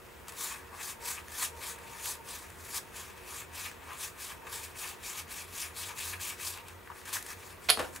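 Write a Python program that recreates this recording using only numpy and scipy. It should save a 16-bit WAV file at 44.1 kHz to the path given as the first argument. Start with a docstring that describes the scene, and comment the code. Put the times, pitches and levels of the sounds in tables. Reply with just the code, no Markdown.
"""Two hands thumb glossy cardboard cards one over another, close to a stereo microphone in a small room.
Each slide is noise shaped into hiss, with the card's bending resonances rustling; cards tick and tap dully.
At the end short noise bursts ring the pack as it is squared with a clack, and the table as it is knocked.
Behind are ventilation (a noise rush, a low drone, thin fan tones) and a faint far whirr of narrow-band noise."""
import sys
import numpy as np
from scipy import signal
from scipy.fft import rfft, irfft, next_fast_len
from scipy.io import wavfile
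from scipy.ndimage import uniform_filter1d, map_coordinates

SR = 44100
rng = np.random.default_rng(int(sys.argv[2]) if len(sys.argv) > 2 else 0)


def dump(signal):
    """Clip the signal to [-1, 1] and save it as 16-bit WAV at the path in sys.argv[1]."""
    limited = np.clip(np.atleast_2d(signal).T, -1, 1)
    pcm = np.round(limited * 32767).astype(np.int16)
    wavfile.write(sys.argv[1], SR, pcm)


def volts(x):
    """Linear amplitude factor 10**(x/20) for a level x in dB, scalar or array-like."""
    e = np.asarray(x, float) / 20
    return 10 ** e


N = 352800  # 8 s

# colour of the hiss: frequency_hz, shape_db
HISS_COLOUR = [(1650, -87), (2800, -9.5), (3800, -3.5), (5200, -2.5), (6900, 1), (10800, 0), (12400, -4),
               (16000, -5.5)]
# bending resonances of a card in three groups, low, middle, high: pitch_hz, width_hz, strength_db
CARD_MODES = [
    [(906, 260, 3.5), (1194, 316, 4)],
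    [(1703, 445, 7.5)],
    [(2179, 254, -5), (2510, 474, 2), (3020, 1360, -5.5)],
]
# one swell of sliding hiss a row; a stroke of card over card may take two: full_s (when full level is
# reached), rise_s, hold_s, fall_s, hiss_db, rustle_db (both before the colour changes in slides)
SLIDE_SWELLS = [(0.302, .1, 0.046, .1, -54, -58), (.41, 0.079, 0.049, .17, -37, -50),
                (0.84, 0.15, .07, 0.047, -41, -51.5), (1.064, 0.071, 0.053, 0.11, -37, -48.5),
                (1.422, 0.16, 0.031, 0.047, -33.5, -47), (1.641, 0.11, 0.059, .1, -41, -50),
                (2.0, 0.46, .0, .1, -49, -53.5), (2.063, 0.098, 0.048, 0.073, -37, -50.5),
                (2.292, 0.077, 0.062, 0.2, -45, -53.5), (2.74, 0.28, .0, .05, -43.5, -54.5),
                (2.769, 0.082, 0.0094, 0.028, -35, -48.5), (2.97, 0.063, .0, 0.21, -43, -52),
                (3.18, 0.092, 0.0015, .2, -58.5, -59.5), (3.31, .12, 0.097, 0.061, -44, -53),
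                (3.557, 0.054, 0.1, .11, -43.5, -51.5), (3.915, 0.19, 0.075, .05, -52.5, -56),
                (4.04, 0.099, 0.00062, 0.088, -36.5, -49), (4.21, 0.068, 0.088, 0.11, -44.5, -54.5),
                (4.531, 0.11, 0.054, 0.087, -43, -52.5), (4.645, 0.067, .0, 0.065, -41, -52.5),
                (4.71, .15, .0, 0.078, -54, -61), (4.796, 0.066, 0.1, 0.083, -42, -54.5),
                (5.055, 0.076, .06, 0.14, -42, -51.5), (5.189, .15, 0.011, 0.047, -41.5, -52),
                (5.318, 0.061, .09, 0.097, -43.5, -52), (5.62, .18, 0.0012, 0.1, -37, -49),
                (5.781, 0.065, 0.092, 0.097, -42, -53.5), (5.987, 0.051, 0.12, 0.094, -40.5, -50.5),
                (6.217, 0.036, 0.073, 0.087, -37.5, -51.5), (6.417, 0.047, 0.025, .1, -42, -49.5),
                (6.48, 0.13, .0, 0.13, -35.5, -49.5), (6.67, 0.087, 0.0015, 0.24, -56.5, -61.5),
                (6.97, .1, 0.0037, 0.22, -54, -58), (7.082, .06, 0.017, .15, -46.5, -52.5),
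                (7.138, 0.022, 0.0065, 0.093, -33.5, -47), (7.31, 0.15, 0.002, 0.072, -43.5, -53),
                (7.51, 0.59, .0, .11, -52.5, -59), (7.659, 0.16, 0.0043, .1, -53.5, -57),
                (7.86, 0.54, 0.0042, .2, -53.5, -59), (7.968, 0.096, 0.0057, .02, -48.5, -56)]
# a card flexes under the thumb and its modes rustle on their own:
# full_s, rise_and_fall_s, low_db, middle_db, high_db
FLEX_ROWS = [(.51, 0.23, -49, -48, -52), (.74, 0.072, -48, -50, -62), (.81, 0.085, -48.5, -45.5, -49),
             (1.18, 0.059, -47.5, -49, -49), (1.43, 0.072, -41.5, -42.5, -44), (3.66, .1, -51, -47.5, -44),
             (3.92, .12, -45.5, -50.5, -49.5), (4.32, 0.073, -49.5, -49.5, -52),
             (4.49, 0.13, -52, -52, -53), (4.6, 0.046, -52, -57, -59), (4.86, 0.14, -46.5, -48, -44.5),
             (5.41, .08, -52.5, -53, -46), (5.9, 0.096, -48.5, -51, -47.5), (6.14, .07, -52, -47.5, -47.5),
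             (6.3, 0.074, -63, -67, -44), (6.58, 0.099, -50.5, -54, -49.5), (6.93, 0.12, -55, -53.5, -65),
             (7.165, 0.076, -43.5, -43, -47), (7.31, 0.083, -52, -48, -53)]
# lowest levels, hands at rest: hiss_db, low_db, middle_db, high_db
REST_LEVELS = [-64, -78, -71, -66]


def slides():
    """Surface grit catches at random: short grains make the hiss, and the same grit shakes the card."""
    rustle_follows = 0.63  # dB of rustle per dB of hiss within a swell
    mode_db = [-1, 0, -2]  # low, middle, high mode
    mode_db_per_s = [-0.13, -0.09, 0.77]  # the held fan thickens and rings higher
    gathered_s = 6.7  # the fan is closed up again
    bright_from_db, lower_db, thinning = -39, 0.87, 0.35  # hiss level, lower-hiss gain, dB lost per dB

    # levels over time; where swells overlap, the loudest one counts
    swells = np.array(SLIDE_SWELLS)
    drops = np.array([drop(*row[:4]) for row in SLIDE_SWELLS])
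    hiss_db = np.maximum((swells[:, 4:5] - drops).max(axis=0), REST_LEVELS[0])
    shake_db = (swells[:, 5:] - rustle_follows * drops).max(axis=0)
    flexes = [np.reshape(dbs, (-1, 1)) - drop(s, length, 0, length) for s, length, *dbs in FLEX_ROWS]
    flex_db = np.max(flexes, axis=0)
    t = np.arange(N) / SR
    fanned_s = t * (np.arange(N) < gathered_s * SR)
    rustle_db = []
    for db, slope, flex, rest in zip(mode_db, mode_db_per_s, flex_db, REST_LEVELS[1:]):
        shaken = shake_db + db + slope * fanned_s + 1.1 * wobble(15)
        rustle_db.append(np.maximum(np.maximum(shaken, flex), rest))

    grain_db = 0.51 * wobble(900) + 1.15 * wobble(150) + 0.83 * wobble(35)
    grit = rng.standard_normal(N) * volts(grain_db)
    grit = patchy(grit, depth_db=1.78)  # the contact patch moves, so the colour shifts within a stroke

    hiss = unit(filtered(grit, lambda hz: volts(along(HISS_COLOUR, hz))))
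    lower = filtered(hiss, lambda hz: 1 / (1 + (hz / 5800) ** 8))
    # louder strokes hiss brighter, with less lower hiss
    lower_gain = volts(lower_db - thinning * np.maximum(hiss_db - bright_from_db, 0))
    hiss = hiss + (lower_gain - 1) * lower

    # the power sharpens the resonances
    rings = [unit(filtered(grit, lambda f: modes(group)(f) ** 1.305)) for group in CARD_MODES]
    levels = [hiss_db, *rustle_db]
    return sum(volts(db) * layer for db, layer in zip(levels, [hiss, *rings]))


# ticks and dull taps of the cards, levels before filtering: start_s, snap_db, low_jolt_db,
# upper_jolt_db, length_s (time to fall 20 dB)
TICK_ROWS = [(0.283, -28.5, -30, -33, 0.0044), (0.292, -33.5, -44, -38, 0.011),
             (0.322, -37, -37, -39, 0.0069), (1.282, -43, -44, -35, .005), (1.438, -23, -28, -43, 0.0074),
             (1.786, -42, -44, -44, .005), (2.057, -27, -36, -28, 0.008), (2.502, -39, -39, -44, .004),
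             (2.744, -27, -38, -39, 0.0067), (3.176, -50, -38.5, -45, .012), (3.714, -42, -38, -33, 0.0053),
             (3.905, -51, -34, -35, .012), (4.468, -48, -30, -35, .008), (4.527, -31, -44, -42, .005),
             (4.845, -35, -38, -33, .006), (5.19, -33, -42, -48, 0.016), (5.975, -40, -42, -35, 0.0058),
             (6.199, -42, -38, -30, 0.0062), (6.398, -35, -36, -33, 0.01), (6.575, -34, -36, -34, 0.0043),
             (6.684, -34.5, -37, -37, 0.0052), (6.875, -56, -44, -36, .002), (6.9, -58, -24, -43, 0.012),
             (6.916, -58, -27.5, -42, 0.011), (7.016, -48, -44, -37, .004), (7.055, -36, -46, -39, 0.0085),
             (7.128, -30, -38, -31, 0.011), (7.168, -37, -30, -26, .005), (7.226, -33, -42, -36, 0.0055),
             (7.263, -34, -44, -35, 0.0087), (7.961, -30, -42, -29.5, 0.0058)]


def ticks():
    """Ticks and dull taps of the cards: some snap brightly, some only jolt the bending modes."""
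    s, snap_db, low_db, upper_db, length = np.transpose(TICK_ROWS)
    snap = bursts(zip(s, snap_db, length), rise=0.1, spiky_db=3.5, blow_db=9)
    low = bursts(zip(s, low_db, length), rise=0.08, spiky_db=-0.5, blow_db=11.5)
    upper = bursts(zip(s, upper_db, length), rise=0.08, spiky_db=-0.5, blow_db=11.5)
    snap = filtered(snap, lambda hz: volts(along(HISS_COLOUR, hz)))
    low_ring = filtered(low, modes(CARD_MODES[0]))
    upper_ring = filtered(upper, modes(CARD_MODES[1] + CARD_MODES[2]))
    return snap + low_ring + upper_ring


# edges slap as the pack is squared, levels before filtering: start_s, level_db,
# length_s (body falls 20 dB in it), crispness_db (edge ring over body)
CLACK_ROWS = [(7.6872, -13.5, 0.022, -17), (7.692, -11.5, 0.013, -12.5), (7.7, -3.5, 0.0033, -3.5),
              (7.702, -13, 0.0078, -1.5), (7.7046, -12, 0.0034, -3), (7.71, -26, 0.011, -1.5)]
# resonances of the pack's body: pitch_hz, width_hz, strength_db
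PACK_MODES = [(670, 390, -5), (1440, 310, -2), (2370, 470, -1), (3220, 490, 0.5), (4270, 660, 2)]
# crisp edge ring, before its response is squared: pitch_hz, width_hz, strength_db
EDGE_MODES = [(6450, 2200, -6.5), (10250, 1850, 2), (14700, 1500, -6)]


def clacks():
    """The slap of the pack's body, with a brighter ring when the edges meet square."""
    body_rows = [(s, db, length) for s, db, length, _ in CLACK_ROWS]
    edge_rows = [(s, db + crisp_db, 1.3 * length) for s, db, length, crisp_db in CLACK_ROWS]
    body = bursts(body_rows, rise=0.055, spiky_db=2.0, blow_db=9)
    edges = bursts(edge_rows, rise=0.073, spiky_db=3.5, blow_db=-1)
    return filtered(body, modes(PACK_MODES)) + filtered(edges, lambda f: modes(EDGE_MODES)(f) ** 2)


# the pack meets the table, levels before filtering: start_s, level_db, length_s (time to fall 20 dB)
KNOCK_ROWS = [(7.7733, -12.5, 0.0043), (7.778, -22, 0.031), (7.7915, -13, 0.014), (7.795, -16, 0.016),
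              (7.801, -18.5, 0.014), (7.811, -22.5, 0.025), (7.825, -21.5, 0.02), (7.838, -26, 0.051)]
# resonances of the table, before the treble is softened: pitch_hz, width_hz, strength_db
TABLE_MODES = [(185, 72, -5.5), (306, 140, -2.5), (482, 144, 2), (900, 360, 0.5), (1530, 390, -0.5),
               (2510, 1600, -7.5), (4000, 1500, -8.5), (9000, 8000, -14)]


def knocks():
    """The pack knocks the table: short blows ring its resonances, with the treble softened."""
    blows = bursts(KNOCK_ROWS, rise=0.1, spiky_db=2.0, blow_db=15.5)
    return filtered(blows, lambda f: modes(TABLE_MODES)(f) / (1 + 1j * f / 3500))


# how long the room rings: frequency_hz, time_to_fall_60_db_s
ROOM_DECAY = [(200, 0.67), (1000, 0.14), (4000, 0.2), (10000, 0.2), (16000, 0.14)]


def room(x):
    """Each frequency of the room's answer dies at its own speed, differently at each side."""
    hz, t, z = signal.stft(rng.standard_normal((2, SR // 2)), SR, nperseg=256)
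    decay = volts(-60 * t / along(ROOM_DECAY, hz)[:, None])
    tail = signal.istft(z * decay, SR, nperseg=256)[1]
    tail = tail / np.linalg.norm(tail[0])
    delayed = np.pad(x, (300, 0))  # samples, about 7 ms
    return signal.fftconvolve(delayed[None], tail, axes=1)[:, :N]


# colour of the air rush: frequency_hz, shape_db
AIR_COLOUR = [(15, -40), (30, -16), (60, -4), (130, -8.5), (315, -10.5), (391, -7.5), (618, -12.5),
              (707, -11), (788, -14.5), (951, -10.5), (1180, -12.5), (1970, -15.5), (2650, -22),
              (2950, -22.5), (5000, -30.5), (9000, -33), (16000, -27)]
# how alike the rush is at left and right: frequency_hz, likeness (1 = the same)
AIR_LIKENESS = [(60, 0.87), (200, 0.14), (700, 0.32), (1500, 0.66), (4000, 0.057), (7000, 0.92), (15000, 1)]
# the low drone, before its wavering: time_s, pitch_hz, level_db
DRONE_PATH = [(0, 76.9, -66.5), (1.2, 79.8, -57.5), (2.3, 77.1, -59.5), (3.6, 82, -59), (4.7, 79, -63),
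              (5.2, 84, -57.5), (6.2, 87.1, -56), (7.2, 87.1, -60), (8, 82.4, -56.5)]
# thin fan tones, before a slight level waver: pitch_hz, level_db
FAN_TONES = [(369, -64), (470, -65), (1949, -67.5)]


def ventilation():
    """A wide rush of air (filtered noise), a low drone that wavers and a few thin fan tones (sines)."""
    def air(hz):
        angle = np.arccos(np.clip(along(AIR_LIKENESS, hz), -1, 1)) / 2
        return volts(along(AIR_COLOUR, hz)) * [np.cos(angle), np.sin(angle)]

    mid, side = filtered(rng.standard_normal((2, N)), air)
    rush = volts(-52.0 + 0.34 * wobble(1.43)) * unit(np.array([mid + side, mid - side]))

    hz, db = curves(DRONE_PATH)
    phase = 2 * np.pi * np.cumsum(hz + 4 * wobble(14)) / SR
    waver = volts(db + 1.3 * wobble(5.0)) * (1.02 + 0.77 * wobble(22))
    drone = waver * np.sin(phase) * volts([[-0.8], [0.8]])  # a little stronger at the right

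    t = np.arange(N) / SR
    hum = 0
    for hz, db in FAN_TONES:
        phase = 2 * np.pi * hz * t + 0.71 * wobble(3.2) + np.array([[0], [0.6]])
        hum = hum + volts(db + 1.6 * wobble(4.6)) * np.sin(phase)
    return rush + drone + hum


# swells of the far whirr, before a slight waver: full_s, rise_s, hold_s, fall_s, level_db
WHIRR_SWELLS = [(1.046, 0.18, .03, .1, -51.5), (1.502, 0.25, .8, 0.11, -56), (4.45, 0.45, .15, .08, -55)]
# bands of the whirr, before their response is squared: pitch_hz, width_hz, strength_db
WHIRR_MODES = [(451, 89, -4), (637, 210, -8), (924, 50, 0)]


def whirr():
    """A faint, far whirr in narrow bands that swells now and then, partly unlike left and right."""
    rest_db = -66.5
    a, b = unit(filtered(rng.standard_normal((2, N)), lambda f: modes(WHIRR_MODES)(f) ** 2))
    swell_db = np.max([row[4] - drop(*row[:4]) for row in WHIRR_SWELLS], axis=0)
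    db = np.maximum(swell_db, rest_db)
    return volts(db + 1.2 * wobble(4.4)) * np.array([a + 0.73 * b, a - 0.36 * b])


def unit(x):
    """Scales to an rms (average strength) of 1."""
    return x / np.sqrt(np.mean(x ** 2) + 1e-20)


def along(points, hz):
    """Reads a curve of (Hz, value) points on a log frequency axis."""
    f, v = np.transpose(points)
    return np.interp(np.log(hz + 1), np.log(f + 1), v)


def curves(rows):
    """One value per sample for each column after the time."""
    s, *cols = np.transpose(rows)
    return [np.interp(np.arange(N) / SR, s, c) for c in cols]


def wobble(rate):
    """A smooth random curve, rate knots a second."""
    knots = rng.standard_normal(int(N * rate / SR) + 4)
    return map_coordinates(knots, [np.arange(N) * rate / SR])


def filtered(x, response):
    """Multiplies the spectrum of x by a response, a function of frequency."""
    m = next_fast_len(N + SR // 2)
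    return irfft(rfft(x, m) * response(np.fft.rfftfreq(m, 1 / SR)), m)[..., :N]


def modes(table):
    """Response of a set of resonances that ring after they are struck; signs alternate."""
    def response(f):
        return sum((-1) ** k * volts(db) * 1j * f * w / (c * c - f * f + 1j * f * w)
                   for k, (c, w, db) in enumerate(table))
    return response


def bursts(rows, rise, spiky_db, blow_db):
    """A first blow at each (s, dB, length), then crackly noise that swells and dies 20 dB a length."""
    envelope, blows, t = np.zeros(N + SR), np.zeros(N), np.arange(SR // 4) / SR
    for s, db, length in rows:
        start = round(s * SR)
        u = t / max(length, 1e-4)
        swell = 1 - np.exp(-u / max(rise, 1e-3))  # rise is in lengths
        envelope[start:][:len(t)] += volts(db - 20 * u) * swell
        blows[start] = volts(db + blow_db)
    crackle = unit(rng.standard_normal(N) * volts(spiky_db * wobble(1500)))
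    return blows + envelope[:N] * crackle


def patchy(x, depth_db):
    """Random swells and dips in patches of time and frequency."""
    z = signal.stft(x, nperseg=256)[2]
    field = uniform_filter1d(rng.standard_normal(z.shape), size=7, axis=0)
    field = uniform_filter1d(field, size=12, axis=1)
    return unit(signal.istft(z * volts(depth_db * unit(field)), nperseg=256)[1][:N])


def drop(s, rise, hold, fall):
    """dB below full level of a swell: rise, hold, fall, with rounded shoulders."""
    swing_db, rounded = 25, 1.154  # gained in a rise or lost in a fall; power rounding the shoulders
    t = np.arange(N) / SR
    before = (s - t) / max(rise, 0.005)
    after = (t - s - max(hold, 0)) / max(fall, 0.005)
    return swing_db * np.maximum(np.maximum(before, after), 0) ** rounded


# where the cards sit: frequency_hz, left_over_right_db
CARD_SIDE = [(60, -1.0), (180, -1.5), (550, 5.5), (1650, 3.5), (4970, 2.5), (15000, 1.5)]
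# where the clack sits: frequency_hz, left_over_right_db
CLACK_SIDE = [(200, -2), (550, -7), (1650, -12.5), (5000, -3), (15000, -2)]


def scene():
    """Cards mostly to the left, the squaring clack to the right, all in the room with the background."""
    def placed(x, pan):
        return filtered(x, lambda hz: volts(np.outer([0.5, -0.5], along(pan, hz))))

    cards, clack, knock = slides() + ticks(), clacks(), knocks()
    wet = room(volts(-8.5) * cards + volts(-4.0) * clack + volts(-8) * knock)
    # close ports: the treble reaches both alike
    side = filtered((wet[0] - wet[1]) / 2, lambda hz: 1.14 / (1 + (hz / 4500) ** 4))
    direct = placed(cards, CARD_SIDE) + placed(clack, CLACK_SIDE) + knock * volts([[1.1], [-1.1]])
    return direct + wet.mean(0) + side * [[1], [-1]] + ventilation() + whirr()


def roll_off(x):
    """The treble ends steeply here."""
    return signal.sosfilt(signal.butter(12, 16500, fs=SR, output="sos"), x)


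def record(dry):
    """Finishes the mix with a sharp band limit: nothing from 15750 Hz up passes it."""
    limited = filtered(dry, lambda hz: hz < 15750)
    return roll_off(limited)


dry = scene()
out = record(dry)
dump(out)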